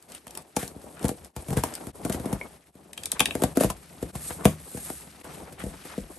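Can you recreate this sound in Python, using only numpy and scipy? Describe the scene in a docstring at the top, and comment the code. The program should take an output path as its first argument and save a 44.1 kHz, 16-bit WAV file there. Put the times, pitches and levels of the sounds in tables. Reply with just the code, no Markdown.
"""Faint ticks of tape and a scrape are heard first: a corrugated box is slit and opened by hand on a table.
Noise under uneven friction makes blade, hands, sleeves and wrapping drag and rustle; creases add random pops.
Bursts of tiny breaks part the tape; blows crunch fibres, send bending waves through the board and ring the box.
Decaying modes sound the cutter put down and the rocking box; a small, crowded room adds a diffuse echo.
A close pair of microphones listens, with resonant ports and rounded peaks."""
import sys
import numpy as np
from scipy import signal
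from scipy.fft import rfft, irfft, next_fast_len
from scipy.io import wavfile

SR = 44100
rng = np.random.default_rng(int(sys.argv[2]) if len(sys.argv) > 2 else 0)


def wav_out(sig):
    """Save sig, one row per channel (or a flat mono array), as 16-bit PCM at SR to the path in sys.argv[1]."""
    wavfile.write(sys.argv[1], SR, np.round(np.clip(np.atleast_2d(sig).T, -1, 1) * 32767).astype(np.int16))


N = 272714
SHORT = 8192  # length of every short sound [samples]
AGE = np.arange(SHORT) / SR
TIME = np.arange(N) / SR
LEAD_S = .012  # place of the main break within a fracture [s]

# relative spectrum of breaking fibres: f/Hz, level/dB per Hz
CRUNCH_SPECTRUM = [(900, 4), (1700, 5), (3000, 1), (5000, -1.5), (8500, 4.5), (11500, 7), (16000, -3.5)]


def from_db(db):
    """Logarithmic level: 20 dB is a factor of ten in amplitude."""
    return 10 ** (np.asarray(db) / 20)


def rms_one(x):
    """Normalise the mean power: scale to rms 1."""
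    return x / np.sqrt(np.mean(x ** 2) + 1e-20)


def burst_one(x):
    """Normalise the energy of a burst to that of 20 ms at rms 1."""
    return x / np.sqrt(np.sum(x ** 2) / (.02 * SR) + 1e-20)


def at_hz(points, hz):
    """Interpolate a table along a logarithmic frequency axis."""
    f, value = np.transpose(points)
    return np.interp(np.log(np.maximum(hz, 1)), np.log(f), value)


def colour(x, spectrum):
    """Minimum-phase filtering: a causal response follows a spectrum and falls away beyond its ends."""
    size = 2 * next_fast_len(x.shape[-1] // 2 + SHORT)
    closed = [(spectrum[0][0] / 2, -60), *spectrum, (spectrum[-1][0] * 2, -60)]
    gain = from_db(at_hz(closed, np.fft.rfftfreq(size, 1 / SR)))
    # folding the cepstrum onto positive times makes the response minimum-phase
    cepstrum = irfft(np.log(gain))
    cepstrum[1:size // 2] *= 2
    cepstrum[size // 2 + 1:] = 0
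    response = np.exp(rfft(cepstrum))
    return irfft(rfft(x, size) * response)[..., :x.shape[-1]]


def band(x, low_hz, high_hz, order=2):
    """Band limitation by a Butterworth filter."""
    edges = [low_hz, min(high_hz, SR / 2 - 1000)]
    return signal.sosfilt(signal.butter(order, edges, "band", fs=SR, output="sos"), x)


def port(x, hz, width_hz):
    """Resonance: pass the band around one natural frequency."""
    return signal.lfilter(*signal.iirpeak(hz, hz / width_hz, fs=SR), x)


def drift(rate):
    """Random modulation of rms 1: straight lines join `rate` independent values per second."""
    knots = rng.standard_normal(N // 20)
    return rms_one(np.interp(TIME * rate, np.arange(len(knots)), knots))


def ring(modes, scatter_db=0, detune=0):
    """Modal superposition: decaying sines, weighted and tuned a little differently by each contact point."""
    hz, db, t60 = np.transpose(modes)[:, :, None]
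    strength, shift = rng.standard_normal((2, len(modes), 1))
    sign = (-1) ** np.arange(len(modes))[:, None]
    decay = from_db(db + scatter_db * strength - 60 * AGE / t60)
    tones = np.sin(2 * np.pi * hz * (1 + detune * shift) * AGE)
    return np.sum(sign * decay * tones, axis=0)


def fracture(rise_s, decay_s, grain_db, before_db, before_s):
    """Avalanche fracture: tiny uneven breaks burst out at LEAD_S, and a few fibres give just before it."""
    breaks = rng.standard_normal(SHORT) * from_db(grain_db * rng.standard_normal(SHORT))
    after = np.maximum(AGE - LEAD_S, 0)
    avalanche = (1 - np.exp(-after / rise_s)) * np.exp(-after / max(decay_s, 1 / SR))
    warning = from_db(before_db) * np.exp(-np.abs(AGE - LEAD_S) / before_s)
    return breaks * (avalanche + warning)


def bend(x, lag_s):
    """Bending-wave dispersion: 100 Hz arrives lag_s late, higher notes sooner by the root of their frequency."""
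    hz = np.fft.rfftfreq(2 * SHORT, 1 / SR)
    phase = np.exp(-4j * np.pi * lag_s * np.sqrt(100 * hz))
    return irfft(rfft(x, 2 * SHORT) * phase)[:SHORT]


def add(track, s, sound):
    """Superposition: mix a short sound in from time s."""
    start = max(round(s * SR), 0)
    track[..., start:start + SHORT] += sound[..., :N - start]


def widen(mid, side, width):
    """Mid-side stereo: left and right share the mid and take the side with opposite signs."""
    return mid + width * side * np.array([[1], [-1]])


def room(x, wet_db, first_s):
    """Diffuse reverberation: shelves scatter a short echo that is alike on both sides in the bass."""
    # reverberation time: f/Hz, t60/s
    room_t60 = [(60, 0.15), (250, 0.15), (1000, 0.091), (4000, 0.16), (12000, 0.073)]
    age = np.arange(SR // 2) / SR
    edges = np.geomspace(40, 16000, 10)
    echo = 0
    for low, high in zip(edges, edges[1:]):
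        hz = np.sqrt(low * high)
        mid, side = band(rng.standard_normal((2, len(age))), low, high)
        spread = min(hz / 1500, 1)
        decay = from_db(-60 * age / at_hz(room_t60, hz))
        echo = echo + widen(mid, side, spread) / np.hypot(1, spread) * decay
    # silent until first_s, then a rise as long again
    echo = echo * np.clip(age / first_s - 1, 0, 1)
    echo = echo / np.sqrt(np.sum(echo ** 2) / 2)
    centre = x.mean(axis=0)[None]
    return x + from_db(wet_db) * signal.fftconvolve(centre, echo, axes=1)[:, :N]


def friction(spectrum, grain_db, slip_db, slips_per_s):
    """Stick-slip friction: dense tiny slips bunched by the uneven grip of the hand; stereo, rms 1."""
    # left-right correlation of the rubbing: f/Hz, correlation/1
    likeness = [(100, 1), (400, 0.79), (1200, 0.49), (4000, 0.57), (9000, 1), (14000, 1)]
    grip = from_db(slip_db * drift(slips_per_s) + grain_db * drift(1500))
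    mid, side = rfft(rng.standard_normal((2, N)) * grip, next_fast_len(N, True))
    alike = np.clip(at_hz(likeness, np.linspace(0, SR / 2, len(mid))), 0, 1)
    both = irfft(widen(mid, side, np.sqrt((1 - alike) / (1 + alike))))[:, :N]
    return rms_one(colour(both, spectrum))


def crinkles(per_s, size_db):
    """Impulsive excitation: creases pop at random, each a dry tick of a few cycles at its pitch; rms 1."""
    pitches = np.geomspace(900, 9000, 14)
    happens = rng.random(N) < per_s / SR
    sizes = from_db(size_db * np.minimum(rng.exponential(1, N), 3))
    pops = happens * sizes * rng.choice([-1, 1], N)
    dealt = rng.integers(0, len(pitches), N)
    out = 0
    for k, hz in enumerate(pitches):
        out = out + port(pops * (dealt == k) + 1e-18, hz, hz / 3) / np.sqrt(hz)
    return rms_one(out)


def surface(rasp, hiss):
    """Roughness noise: surfaces rasp, crease and hiss; flaps, sleeve and wrapping add swells of the same."""
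    # relative spectra of coarse and fine rubbing: f/Hz, level/dB per Hz
    rasp_spectrum = [(700, -19), (1200, 7.5), (2200, 6.5), (3300, 3), (6000, 2), (9000, -14)]
    hiss_spectrum = [(3500, -15), (6200, -11), (8500, -1.5), (11500, 0.5), (16000, -51)]
    # sliding swells: t/s of the peak, rise/s, fall/s, hiss level/dB, crinkling level/dB
    rustles = [(4.27, 0.11, 0.12, -39.5, -52.5), (4.8, 0.23, 0.13, -48, -78), (4.87, 0.2, 0.15, -42, -53.5),
               (5.33, 0.1, 0.12, -51.5, -51.5), (5.9, 0.14, 0.14, -52, -51)]
    for s, rise_s, fall_s, hiss_db, crinkle_db in rustles:
        swell = np.exp(-((TIME - s) / np.where(TIME < s, rise_s, fall_s)) ** 2)
        hiss = np.hypot(hiss, from_db(hiss_db) * swell)
        rasp = np.hypot(rasp, from_db(crinkle_db) * swell)
    rough = friction(rasp_spectrum, grain_db=0.5, slip_db=2.0, slips_per_s=91)
    rough = rough + from_db(-6) * crinkles(per_s=400, size_db=6.5)
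    return rasp * rough + hiss * friction(hiss_spectrum, grain_db=2.0, slip_db=2.04, slips_per_s=52)


def stroke(start_s, end_s):
    """Drag envelope: a linear onset, a steady hold and an exponential release."""
    attack_s, release_s = 0.011, 0.014
    onset = np.clip((TIME - start_s) / attack_s, 0, 1)
    return onset * np.exp(-np.maximum(TIME - end_s, 0) / release_s)


def rubbing():
    """Pressure-dependent friction: as blade and hands press, the rumble grows faster than the rasp and hiss."""
    # relative spectra of the low and middle rubbing: f/Hz, level/dB per Hz
    rumble_spectrum = [(20, -15), (40, -25), (65, 5), (110, -7), (170, 3.5), (260, -13), (420, -26)]
    scrape_spectrum = [(170, -5.5), (290, 0), (480, -4.5), (750, -5), (1100, -13.5), (1800, -30.5)]
    # blade or hand on the board: start t/s, end t/s, level/dB, brightness/dB, weight on the box/dB
    drags = [(0.08, 0.179, -53, 5.5, -6), (0.288, 0.42, -50.5, -0.5, -3.5), (0.564, 1.015, -50, -2.5, -2.5),
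             (1.002, 1.109, -39, 3.5, -4), (1.108, 1.258, -53, 1, 2.5), (1.353, 1.484, -49, 2, -2),
             (1.623, 1.894, -45.5, 4, -5), (1.483, 1.59, -35.5, 4, -2.5), (1.943, 2.459, -44.5, 1, -6),
             (2.024, 2.347, -42, 0, 1), (2.457, 2.57, -60, 1, 7.5), (2.76, 2.94, -63.5, -27, 7),
             (2.961, 3.2, -53.5, 2.5, 3), (3.19, 3.522, -44, 5, 1.5), (3.549, 3.657, -40, 8.5, -6),
             (3.65, 4.017, -56, 2.5, 5), (4.012, 4.38, -51, 4, 7), (4.384, 4.526, -45.5, 1, -2),
             (4.528, 5.22, -56.5, 3, 7), (5.24, 5.44, -46.5, -2, 0), (5.446, 5.58, -54, -1.5, 4.5),
             (5.586, 5.756, -47.5, 3.5, 3.5), (5.76, 6.186, -53, 2.5, 0.5)]
    # hands barely moving, before the constant envelope: level/dB, brightness/dB, weight/dB
    resting = (-59, -2, 0)
    steady_db = -48  # reference level of a steady drag
    # level in a steady drag [dB] and growth per dB of pressure
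    rumble_db, rumble_per_db = -51.5, 1.22
    rasp_db, rasp_per_db = -60.5, 0.2
    hiss_db, hiss_per_db = -55.5, 0.47
    strokes = [(stroke(start_s, end_s), *rest) for start_s, end_s, *rest in drags]
    strokes.append((0.83, *resting))
    rumble = scrape = rasp = hiss = 0
    # powers of overlapping strokes add
    for shape, db, bright_db, weight_db in strokes:
        pressure_db = db - steady_db
        rumble = rumble + (shape * from_db(rumble_db + rumble_per_db * pressure_db + weight_db)) ** 2
        scrape = scrape + (shape * from_db(db)) ** 2
        rasp = rasp + (shape * from_db(rasp_db + rasp_per_db * pressure_db + 1.14 * bright_db)) ** 2
        hiss = hiss + (shape * from_db(hiss_db + hiss_per_db * pressure_db + bright_db)) ** 2
    low = np.sqrt(rumble) * friction(rumble_spectrum, grain_db=5.0, slip_db=0.5, slips_per_s=110)
    middle = np.sqrt(scrape) * friction(scrape_spectrum, grain_db=1.0, slip_db=3.5, slips_per_s=77)
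    return low + middle + surface(np.sqrt(rasp), np.sqrt(hiss))


def rocking():
    """Rigid-body modes: after a shove the whole box wobbles on the table with a deep, faint throb."""
    # shoves: t/s, level/dB
    shoves = [(2.334, -43), (3.653, -35), (5.64, -40), (6.0, -43)]
    # slow modes of the box: f/Hz, level/dB, t60/s
    rocking_modes = [(42.7, 1, 0.32), (54.5, 3.5, 0.37), (70.4, -4.5, 0.41)]
    out = np.zeros((2, N))
    for s, db in shoves:
        throb = ring(rocking_modes, scatter_db=1.5, detune=.04)
        add(out, s, from_db(db) * throb * signal.windows.tukey(SHORT, .1))
    return out


def swipes():
    """Resonant friction: skin or an edge catches on the flutes and shakes one patch of board."""
    # short swipes of a hand or flap: t/s of the peak, half length/s, nominal centre f/Hz, level/dB
    swipe_table = [(0.379, 0.028, 650, -45.5), (0.996, 0.044, 1320, -49.5), (1.7, 0.18, 1470, -50.5),
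                   (1.579, 0.014, 1080, -37.5), (2.127, 0.04, 1200, -50), (2.306, 0.067, 1350, -49),
                   (3.166, 0.012, 1000, -39), (4.304, 0.011, 1140, -36.5), (4.418, 0.03, 736, -41),
                   (4.889, 0.02, 1080, -46), (5.217, 0.0056, 1690, -48), (5.274, 0.046, 866, -48),
                   (5.476, 0.019, 980, -45.5), (5.606, 0.022, 1700, -42), (5.742, 0.011, 820, -44),
                   (5.922, 0.037, 1180, -46)]
    out = np.zeros((2, N))
    middle_s = AGE.mean()
    for s, half_s, hz, db in swipe_table:
        catches = rng.standard_normal((2, SHORT)) * from_db(2.8 * drift(297.7)[:SHORT])
        patch = rms_one(band(widen(*catches, width=0.49), hz / 3.0, hz * 1.54))
        swell = np.exp(-((AGE - middle_s) / half_s) ** 2)
        add(out, s - middle_s, from_db(db) * patch * swell)
    return out


def cutter():
    """Impact excitation of modes: the plastic cutter lands on the table and settles."""
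    # contacts with the table: t/s, level/dB
    taps = [(2.4129, -30.5), (2.437, -60)]
    # modes of the cutter: f/Hz, level/dB, t60/s
    cutter_modes = [(420, -6, .03), (990, -2.5, 0.03), (2000, -25, 0.012), (2195, 6.5, 0.027),
                    (2450, -6, 0.012), (2580, -20, 0.013), (4300, -28, 0.04)]
    out = np.zeros((2, N))
    for s, db in taps:
        add(out, s, from_db(db) * ring(cutter_modes))
    return out


def tearing():
    """Progressive fracture: tape parts in coarse, bunched breaks that die down as the pull eases."""
    # blade through tape, or tape peeling off: t/s, decay length/s, level/dB
    tears = [(0.586, 0.073, -37), (1.02, 0.034, -49), (1.571, 0.04, -36), (1.652, 0.049, -44.5),
             (2.119, 0.044, -38), (3.598, 0.064, -30), (4.471, 0.06, -38.5)]
    out = np.zeros((2, N))
    for s, length_s, db in tears:
        bunches = from_db(0.8 * drift(540)[:SHORT])
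        breaks = widen(*rng.standard_normal((2, SHORT)), width=0.12) * bunches
        crackle = rms_one(colour(breaks, CRUNCH_SPECTRUM))
        pull = (1 - np.exp(-AGE / 0.001)) * np.exp(-(AGE / length_s) ** 2)
        add(out, s, from_db(db) * crackle * pull)
    return out


def tape():
    """Sudden release of tension: threads of tape part with a sharp tick and shake the taut strip; the same
    sound also gives the blows at 0.56 s and 4.45 s a brighter crack."""
    # snaps, ticks and slaps, and the bright cracks of the blows at 0.56 s and 4.45 s: t/s, relative tick
    # level/dB, strip ring against the tick/dB
    snaps = [(0.0242, -45, -20), (0.119, -37.5, -8), (0.1482, -34, -7), (0.278, -39, -5), (0.307, -38, -12),
             (0.3506, -34, -7), (0.3732, -27.5, -14), (0.5642, -20, -14), (0.6772, -32, -22),
             (0.993, -41, -5), (1.0282, -35, -20), (1.0815, -25.5, -30), (1.2464, -38, -15),
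             (1.738, -30, -20), (1.7519, -27, -22), (2.1247, -26, -30), (2.9307, -34.5, -4.5),
             (2.976, -31.5, 2.5), (3.034, -29.5, -4), (3.056, -21.5, -13.5), (3.1168, -15, -11.5),
             (3.194, -18, 1.5), (3.2029, -12, 3.5), (3.256, -18.5, 3.5), (3.3068, -37, 15),
             (4.4528, -31.5, 13.5)]
    # relative spectrum of a tick: f/Hz, level/dB per Hz
    tick_spectrum = [(2500, -11), (4600, -0.5), (6500, -0.5), (8500, 4.5), (11500, 3.5), (16000, -23)]
    # taut tape on the flap: f/Hz, relative level/dB, t60/s
    strip_modes = [(800, -15, .012), (1250, -12, .012), (1670, -8, .016), (2000, -5, .016),
                   (2300, -4, .012), (2570, 1, .017), (2800, -1, .013), (3180, 1, .017), (3430, -1, .014),
                   (3820, -5, .012)]
    out = np.zeros((2, N))
    for s, tick_db, ring_db in snaps:
        breaks = [fracture(rise_s=0.00038, decay_s=0.0023, grain_db=-2.5, before_db=-61, before_s=0.00094)
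                  for _ in range(2)]
        strip = ring(strip_modes, scatter_db=-1.0, detune=0.0027)
        ticks = [burst_one(colour(b, tick_spectrum)) for b in breaks]
        rings = [burst_one(signal.fftconvolve(b, strip)[:SHORT]) for b in breaks]
        snap = from_db(-11.5) * widen(*ticks, width=0.14)
        snap = snap + from_db(ring_db - 13.0) * widen(*rings, width=0.41)
        left_of_centre = from_db([[.6], [-.6]])
        add(out, s - LEAD_S, from_db(tick_db) * snap * left_of_centre)
        # the released flap recoils with a faint, later thud
        recoil = burst_one(bend(band(signal.unit_impulse(SHORT), 88, 490, order=1), lag_s=0.033))
        add(out, s, from_db(tick_db - 27) * recoil)
    return out


def board():
    """Dispersive plate impact: a blow crunches fibres, spreads with its lows last and leaves the box ringing."""
    # jerks and blows: t/s, panel level/dB, air boom against the panel/dB, hardness of the contact/dB
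    blows = [(0.267, -43, -11, 4), (0.566, -25.5, -9.5, 2), (0.627, -32, -5.5, -0.5),
             (0.76, -42.5, -4.5, -12), (0.839, -40.5, -8, -24), (1.042, -22, -6, -8.5),
             (1.051, -30.5, -10, 2.5), (1.09, -30, -9, 1.5), (1.112, -29.5, -9, -16), (1.363, -32, 1.5, 3),
             (1.483, -34.5, 1.5, -2.5), (1.504, -30.5, 1.5, -3.5), (1.527, -33, 1.5, 1),
             (1.568, -23, 3.5, -2.5), (1.636, -25, -14, 4.5), (1.868, -36, 4, -2),
             (2.049, -26.5, -7.5, -1.5), (2.096, -25.5, -7.5, -2.5), (2.144, -28.5, -7, -4.5),
             (2.197, -34.5, -6, -4), (2.256, -28.5, -8, -6.5), (2.327, -30.5, 2.5, 1.5),
             (2.751, -44, -9.5, -10.5), (3.205, -23.5, -9, 2.5), (3.351, -23, -10.5, -5.5),
             (3.42, -20, -16.5, -6), (3.436, -18.5, -8.5, -0.5), (3.57, -16.5, -23, -6),
             (3.607, -15, -14, -7), (3.634, -24, -14, 1), (3.643, -17, -4.5, -9), (3.7, -30.5, -8.5, 6),
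             (4.025, -27, -3.5, -8.5), (4.152, -39, 6, 6.5), (4.305, -38, 1.5, 4), (4.453, -11, 0.5, -4),
             (4.745, -37, -2, -8), (4.772, -36.5, -3, 1.5), (4.9, -34.5, -7.5, 1), (5.242, -41, -9, -0.5),
             (5.524, -38.5, -6, -2.5), (5.636, -33, -4.5, -7), (5.663, -36, -2, -6.5),
             (5.85, -41, -5.5, 1.5), (5.977, -28, -1, -13)]
    # the box and its panels: f/Hz, relative level/dB, t60/s
    box_modes = [(67, -6, 0.069), (87, 9, 0.32), (136, 22, 0.012), (152, 6, 0.51), (202, -15, 0.51),
                 (229, 12, 0.056), (274, 15.5, 0.048), (366.5, -2, 0.62), (512, 23.5, 0.083),
                 (623, 37, 0.022), (697, 30.5, 0.082), (770, 24, 0.06), (920, -6, 0.012),
                 (1154, 22.5, 0.21)]
    firm_db = -30  # a firm blow: reference for the force
    # harder blows knock more, crunch for less time and creak less before they break
    base_knock_db, knock_per_db = -9, 0.29
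    firm_crunch_s, crunch_halves_db = 0.0038, 38
    base_creak_db, creak_per_db = -25.5, 0.1
    # the struck patch rings an octave higher for every patch_octave_db of hardness
    base_patch_hz, patch_octave_db, patch_t60_s, patch_db = 765, 15, 0.066, -6.5
    out = np.zeros((2, N))
    for s, panel_db, boom_db, hardness_db in blows:
        force_db = panel_db + hardness_db - firm_db
        knock_db = hardness_db + base_knock_db + knock_per_db * force_db
        crunch_s = firm_crunch_s * .5 ** (force_db / crunch_halves_db)
        creak_db = base_creak_db - creak_per_db * hardness_db
        # the board gives way in one push with a short, uneven crumple
        crumple = from_db(-25) * rng.standard_normal(SHORT) * np.exp(-AGE / .004)
        push = signal.unit_impulse(SHORT) + crumple
        ringing = from_db(-49) * burst_one(ring(box_modes, scatter_db=2.5, detune=.06))
        # where the blow lands sets the shares of air boom, panel and knock: f/Hz, level/dB per Hz
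        shares = [(30, boom_db + 27), (75, boom_db + 50.5), (150, boom_db + 51.0), (270, 44.8),
                  (560, 38.1), (900, knock_db + 37), (1600, knock_db + 26.5)]
        add(out, s, from_db(panel_db) * colour(bend(push + ringing, lag_s=0.00612), shares))
        patch_hz = min(base_patch_hz * 2 ** (hardness_db / patch_octave_db), SR / 4)
        patch = ring([(patch_hz, 0, patch_t60_s)])
        add(out, s, from_db(panel_db + knock_db + patch_db) * burst_one(patch))
        fibres = []
        for _ in range(2):
            breaks = fracture(rise_s=0.001, decay_s=crunch_s, grain_db=10.5, before_db=creak_db, before_s=0.013)
            fibres.append(burst_one(colour(breaks, CRUNCH_SPECTRUM)))
        add(out, s - LEAD_S, from_db(panel_db + hardness_db - 8.5) * widen(*fibres, width=0.36))
    return out


def scene():
    """Superposition of all sources, a little left of centre; the level dips briefly at times."""
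    # brief dips of the level: t/s, half width/s
    dips = [(1.333, 0.03), (1.924, 0.0063), (2.723, 0.016), (4.124, 0.012), (5.228, 0.0073)]
    events = board() + tape() + tearing() + cutter() + swipes()
    mix = room(events, wet_db=-10.0, first_s=0.0028) + rocking() + rubbing()
    dips_db = -15.5 * sum(np.exp(-((TIME - s) / width) ** 2) for s, width in dips)
    return mix * from_db(dips_db) * from_db([[1.3], [-1.3]])


def record(dry):
    """Port resonance and saturation: the left port turns in phase, the top falls away, peaks are rounded."""
    top_leak, cutoff_hz = from_db(-25), 16300
    # taking away twice a resonance turns the phase and keeps the level
    left = dry[0] - 2 * port(dry[0], hz=9970, width_hz=1760)
    left = left - 2 * port(left, hz=12370, width_hz=2120)
    right = dry[1] + from_db(-4.5) * port(dry[1], hz=10280, width_hz=2400)
    right = right - from_db(-9) * port(dry[1], hz=5500, width_hz=2400)
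    right = np.pad(right, (1, 0))[:N]  # the sound reaches the right port a sample later
    both = np.array([left, right])
    below = signal.sosfilt(signal.butter(12, 12100, fs=SR, output="sos"), both)
    rounded = 1.1 * np.tanh((below + top_leak * both) / 1.1)
    return signal.sosfilt(signal.ellip(10, .1, 80, cutoff_hz, fs=SR, output="sos"), rounded)


dry = scene()
out = record(dry)
wav_out(out)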